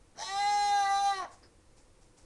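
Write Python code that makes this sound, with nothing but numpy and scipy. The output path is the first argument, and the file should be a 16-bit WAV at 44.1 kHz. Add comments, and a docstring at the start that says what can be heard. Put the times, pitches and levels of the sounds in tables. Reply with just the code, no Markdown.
"""Quiet outdoor air, a faint whine and a dull bump; then a goat bleats once in a fenced garden.
Its vocal folds flap unevenly in a rasp with a short squeak, then settle on a bright note near 400 Hz.
Midway it turns its head, which recolours the overtones; fence and house wall echo the call.
The mouth closes and the pitch falls into a croak as the folds let go.
Faint grass rustles, another bump and two light ticks follow."""
import sys
import numpy as np
from scipy import signal
from scipy.fft import rfft, irfft, next_fast_len
from scipy.io import wavfile
from scipy.ndimage import uniform_filter1d, map_coordinates

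SR = 44100
rng = np.random.default_rng(int(sys.argv[2]) if len(sys.argv) > 2 else 0)


def generate_wav(signal):
    """Clip the signal to [-1, 1] and save it as 16-bit WAV at the path in sys.argv[1]."""
    frames = np.transpose(np.atleast_2d(signal))
    scaled = np.clip(frames, -1, 1) * 32767
    pcm = np.round(scaled).astype(np.int16)
    wavfile.write(sys.argv[1], SR, pcm)


N = 99225


def amp(db):
    """Decibels to gain."""
    return 10 ** (np.asarray(db) / 20)


def unit(x):
    """Scale to rms 1."""
    return x / np.sqrt(np.mean(x ** 2) + 1e-20)


def clock():
    """Seconds at each sample."""
    return np.arange(N) / SR


def along(points, hz):
    """Interpolate (Hz, value) points on a log frequency axis."""
    knots_hz, values = np.transpose(points)
    return np.interp(np.log(hz + 1), np.log(knots_hz + 1), values)


def curves(rows):
    """One value per sample for each column after the time."""
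    times_s, *columns = np.transpose(rows)
    return [np.interp(clock(), times_s, column) for column in columns]


def swell(rows):
    """Gain from the last column in dB, fading to silence outside the rows."""
    t = clock()
    outside_s = np.maximum(rows[0][0] - t, 0) + np.maximum(t - rows[-1][0], 0)
    return amp(curves(rows)[-1]) * np.exp(-outside_s / 0.0038)


def ramp(start_s, end_s):
    """From 0 to 1 between two times."""
    return np.clip((clock() - start_s) / (end_s - start_s), 0, 1)


def burst(start_s, rise_s, t60_s):
    """Linear rise, exponential decay."""
    age_s = clock() - start_s
    return np.clip(age_s / rise_s, 0, 1) * amp(-60 * np.maximum(age_s - rise_s, 0) / t60_s)


def wobble(rate_hz):
    """Smooth random curve, rate_hz knots a second."""
    return map_coordinates(rng.standard_normal(8192), [clock() * rate_hz], mode="mirror")


def noise(gain):
    """Noise of rms 1, shaped by a gain over frequency."""
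    size = next_fast_len(N + 8192)
    spectrum = rfft(rng.standard_normal(size)) * gain(np.fft.rfftfreq(size, 1 / SR))
    return unit(irfft(spectrum, size)[:N])


def coloured(points):
    """Noise of rms 1 with a (Hz, dB) spectrum."""
    return noise(lambda hz: amp(along(points, hz)))


# Each row: frequency in Hz, relative density in dB.
AIR_SPECTRUM = [(20, -2), (33, 0.5), (59, -8.5), (88, -7.5), (167, -16.5), (250, -19), (335, -12),
                (416, -21.5), (489, -13), (622, -23), (1000, -24), (1500, -29), (2100, -29.5), (3300, -34),
                (5500, -32.5), (8600, -34), (10300, -35), (11300, -46), (12200, -59)]
AIR_DB, WHINE_HZ, WHINE_DB = -60.5, 8550, -83.5

def outdoor_air():
    """Steady low noise and a faint, thin whine."""
    whine = np.sqrt(2) * np.sin(2 * np.pi * WHINE_HZ * clock() + wobble(72))
    return amp(AIR_DB) * coloured(AIR_SPECTRUM) + amp(WHINE_DB) * whine


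# Each row: start in seconds, level in dB.
BUMP_HITS = [(0.147, -57), (1.418, -61)]
# Each row: frequency in Hz, relative density in dB.
BUMP_SPECTRUM = [(80, -9), (180, -1), (400, 1), (900, -6.5), (1700, -6), (2400, -17), (6000, -38)]

def bumps():
    """Soft, dull contacts without a ring."""
    envelope = sum(amp(db) * burst(start_s, rise_s=0.023, t60_s=0.27) for start_s, db in BUMP_HITS)
    return coloured(BUMP_SPECTRUM) * envelope


# Opening rasp and closing croak. Each row: time in seconds, level in dB.
RASP_LEVEL = [(.158, -72), (.18, -50), (.2, -42.5), (.225, -41), (.245, -44.5), (.265, -61), (.33, -62),
              (.38, -90)]
CROAK_LEVEL = [(1.17, -70), (1.21, -49.5), (1.245, -43.5), (1.275, -53.5), (1.32, -61), (1.4, -77)]
# Each row: frequency in Hz, relative density in dB.
RASP_SPECTRUM = [(150, -23), (400, -22), (570, -14), (680, 2.5), (900, -8), (1000, -12), (1150, -9),
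                 (1400, -17), (1850, -7), (2250, -14.5), (2700, -32), (3100, -9.5), (3500, -17),
                 (3950, -6.5), (4650, -14.5), (5300, -8), (5900, -1), (6400, -10), (6900, -19),
                 (8000, -19.5), (10200, -27.5), (12000, -44)]
CROAK_SPECTRUM = [(120, -64), (200, -22), (281, -18), (476, -27), (773, 3), (957, -23), (1070, -6),
                  (1200, -29), (1890, -10.5), (2410, -43), (4200, -42), (6000, -25), (7800, -65),
                  (13200, -120)]
# Each row: time in seconds, pitch in Hz, level in dB.
SQUEAK_GLIDE = [(.175, 745.5, -60), (.203, 813.6, -42), (.218, 884, -43.5), (.232, 899, -38),
                (.245, 890, -42.5), (.265, 920, -60)]
FLAP_RATE_HZ, FLAP_SWING_DB, SQUEAK_JITTER = 420, 4.5, 0.012

def flapping_folds():
    """The folds flap unevenly: a rasp with a rising squeak before the note, a croak as they let go."""
    flaps = unit(amp(FLAP_SWING_DB * np.tanh(wobble(FLAP_RATE_HZ))))
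    squeak_hz = curves(SQUEAK_GLIDE)[0] * (1 + SQUEAK_JITTER * wobble(242))
    squeak = np.sqrt(2) * swell(SQUEAK_GLIDE) * np.sin(2 * np.pi * np.cumsum(squeak_hz) / SR)
    rasp = swell(RASP_LEVEL) * coloured(RASP_SPECTRUM)
    croak = swell(CROAK_LEVEL) * coloured(CROAK_SPECTRUM)
    return squeak + flaps * (rasp + croak)


# Vocal folds. Each row: time in seconds, pitch in Hz.
FOLD_PITCH = [(.17, 355), (.25, 374.9), (.28, 378), (.315, 392.1), (.345, 393), (.4, 404.7), (.51, 411.7),
              (.68, 407.9), (.79, 403.5), (.865, 394), (.95, 396.7), (1.02, 400.5), (1.11, 397.4),
              (1.19, 378.1), (1.225, 357.6), (1.27, 300)]
# Each row: time in seconds, jitter as a share of pitch, pulse size scatter in dB.
FOLD_ROUGHNESS = [(.22, .02, 0.5), (.3, 0.0037, 0.2), (.45, 0.0013, 0.11), (1.1, 0.0013, -0.14),
                  (1.195, 0.0063, 1), (1.228, 0.032, 2), (1.255, 0.049, 2.5)]
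# Each row: time in seconds, level in dB. The strong second sits on the lowest throat resonance.
HARMONIC_1 = [(.24, -65), (.32, -53.5), (.38, -60), (.45, -55), (.75, -52.5), (.84, -57.5), (1.11, -60.5),
              (1.16, -48), (1.23, -52), (1.275, -72)]
HARMONIC_2 = [(.24, -59), (.27, -65), (.29, -43), (.35, -32), (.42, -33), (.47, -29), (.56, -30),
              (.8, -27.5), (.95, -27), (1.005, -29), (1.07, -26.5), (1.12, -27.5), (1.168, -47),
              (1.21, -39.5), (1.252, -47), (1.275, -66)]
HARMONIC_3 = [(.23, -58), (.28, -48), (.37, -43), (.4, -54), (.48, -50), (.73, -52.5), (.8, -47.5),
              (.85, -38.5), (.97, -36.5), (1.03, -50.5), (1.12, -39), (1.165, -44), (1.195, -37),
              (1.27, -53.5)]
HARMONIC_4 = [(.27, -62), (.34, -58.5), (.38, -46), (0.599, -44), (.7, -49), (.75, -39), (.8, -37),
              (.83, -45.5), (.95, -42.5), (1.12, -44.5), (1.16, -59), (1.22, -50.5), (1.27, -66)]
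HARMONIC_5 = [(.26, -67), (.3, -41), (.38, -54), (.41, -39.5), (.53, -41.5), (.72, -45), (.815, -53.5),
              (.87, -39), (.96, -52), (1.03, -71), (1.135, -39), (1.21, -51.5), (1.27, -57.5)]
# Vocal effort. Each row: time in seconds, base level of overtones and hiss in dB.
EFFORT_LEVEL = [(0.23, -48.5), (0.246, -44), (0.694, -38.5), (0.712, -42), (0.796, -41), (0.884, -43.5),
                (0.98, -40.5), (1.002, -44.5), (1.06, -40), (1.11, -42.5), (1.144, -46.5), (1.176, -43.5),
                (1.238, -56), (1.28, -92)]
# Air through the folds. Each row: frequency in Hz, relative density in dB.
HISS_SPECTRUM = [(200, 1), (700, -1), (1300, -2.5), (2000, 1), (2700, -4), (4000, 1), (4800, 1),
                 (6200, 0.5), (8000, 1.5), (10300, -1.5), (11200, -7.5), (12200, -28)]
OVERTONES_DB, HISS_DB = -0.38, -12.5  # relative to effort
FLUTTER_DB, HISS_PULSE_DEPTH = 2.6, 0.8

def held_note():
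    """Vibrating folds: returns low harmonics, and overtones with hiss puffed out once a cycle."""
    jitter, scatter_db = curves(FOLD_ROUGHNESS)
    smooth_hz = uniform_filter1d(curves(FOLD_PITCH)[0], size=600)
    pitch_hz = smooth_hz * (1 + jitter * wobble(330) + 0.001095 * wobble(44.2))
    phase = 2 * np.pi * np.cumsum(pitch_hz) / SR
    pulse_size = amp(scatter_db * wobble(300))
    low, overtones = np.zeros(N), np.zeros(N)
    for k, level in enumerate([HARMONIC_1, HARMONIC_2, HARMONIC_3, HARMONIC_4, HARMONIC_5], 1):
        flutter = amp(0.35 * k * wobble(25.04))
        low += swell(level) * flutter * np.sin(k * phase + rng.uniform(0, 2 * np.pi))
    for k in range(6, 32):
        flutter = amp(FLUTTER_DB * wobble(24.07))
        overtones += throat(k * pitch_hz) * flutter * np.sin(k * phase + 0.91 * wobble(7.03))
    hiss = unit(coloured(HISS_SPECTRUM) * (1 + HISS_PULSE_DEPTH * np.cos(phase)))
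    treble = swell(EFFORT_LEVEL) * (amp(OVERTONES_DB) * unit(overtones) + amp(HISS_DB) * hiss)
    return np.sqrt(2) * low * pulse_size, treble * pulse_size


# Head side-on, head facing, mouth closing. Each row: frequency in Hz, relative gain in dB.
THROAT_SIDE_ON = [(2400, -7.5), (2870, -11), (3280, -7), (3700, -4), (4100, -0.5), (4500, -14.5),
                  (4920, -10), (5330, -4.5), (5750, -11.5), (6200, -5.5), (6600, -13.5), (7000, -17.5),
                  (7400, -10.5), (8500, -19), (10000, -24.5), (11000, -33), (12000, -49)]
THROAT_FACING = [(2400, -11), (2800, -10), (3180, -15), (3570, -3.5), (3980, 1), (4370, -8), (4770, -18),
                 (5170, -11), (5560, -11), (5950, -7.5), (6380, -7.5), (6900, -18), (8000, -25),
                 (9000, -25), (9900, -15), (11000, -35), (12000, -42)]
THROAT_CLOSING = [(2000, -6.5), (2320, -2.5), (2680, -14), (3060, -2), (3450, -16), (3850, -6.5), (4230, 1),
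                  (4600, -14), (5000, -15), (5400, -10), (5800, -5.5), (6250, -11), (7000, -26),
                  (8000, -25.5), (9800, -17), (11000, -38), (12000, -45)]

def throat(hz):
    """Gain of an overtone as the head turns and then the mouth closes."""
    turned = ramp(start_s=0.64, end_s=0.8)
    closed = ramp(start_s=1.136, end_s=1.145)
    open_db = (1 - turned) * along(THROAT_SIDE_ON, hz) + turned * along(THROAT_FACING, hz)
    return amp((1 - closed) * open_db + closed * along(THROAT_CLOSING, hz))


# Each row: frequency in Hz, time to decay 60 dB in seconds.
GARDEN_T60 = [(200, 0.16), (1000, 0.43), (4000, 0.25), (11000, 0.12)]

def garden_echoes(call):
    """Fence and house wall scatter the call into a short, diffuse tail."""
    hz, age_s, spectra = signal.stft(rng.standard_normal(SR // 2), SR, nperseg=256)
    decay = amp(-60 * age_s / along(GARDEN_T60, hz)[:, None])
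    tail = signal.istft(spectra * decay, SR, nperseg=256)[1]
    return signal.fftconvolve(call, tail / np.linalg.norm(tail))[:N]


# Each row: start in seconds, level in dB.
GRASS_BRUSHES = [(1.303, -58.5), (1.76, -64), (2.003, -67), (2.165, -61.5)]
# Each row: frequency in Hz, relative density in dB.
GRASS_SPECTRUM = [(300, 0), (800, 3), (1600, -7), (3200, -11), (5300, -1.5), (8000, -2), (10300, -9.5),
                  (12000, -35)]
GRAIN_DB = 2

def rustles():
    """Short, grainy brushes of grass."""
    grains = unit(coloured(GRASS_SPECTRUM) * amp(GRAIN_DB * wobble(600)))
    envelope = sum(amp(db) * burst(start_s, rise_s=0.02, t60_s=0.34) for start_s, db in GRASS_BRUSHES)
    return grains * envelope


# Each row: start in seconds, ring frequency in Hz, level in dB.
TICK_HITS = [(1.428, 5050, -57.5), (1.771, 2410, -73.5)]
TICK_HALF_WIDTH = 0.066  # share of ring frequency

def ticks():
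    """Light scraping contacts, each with one narrow ring."""
    sound = np.zeros(N)
    for start_s, ring_hz, db in TICK_HITS:
        ring = noise(lambda hz: 1 / (1 + ((hz / ring_hz - 1) / TICK_HALF_WIDTH) ** 2))
        sound += amp(db) * burst(start_s, rise_s=0.007, t60_s=0.14) * ring
    return sound


LOW_ECHO_DB, TREBLE_ECHO_DB = -14.5, -7

def scene():
    """The goat, its echoes, the small sounds and the air, in mono."""
    low, treble = held_note()
    rough = flapping_folds()
    echoes = garden_echoes(amp(LOW_ECHO_DB) * (low + rough) + amp(TREBLE_ECHO_DB) * treble)
    return (low + treble + rough + echoes + rustles() + ticks() + bumps() + outdoor_air())[None]


CUTOFF_HZ = 12300

def record(dry):
    """Brick-wall low-pass."""
    size = next_fast_len(N + 8192)
    passband = np.fft.rfftfreq(size, 1 / SR) < CUTOFF_HZ
    return irfft(rfft(dry, size) * passband, size)[:, :N]


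dry = scene()
out = record(dry)
generate_wav(out)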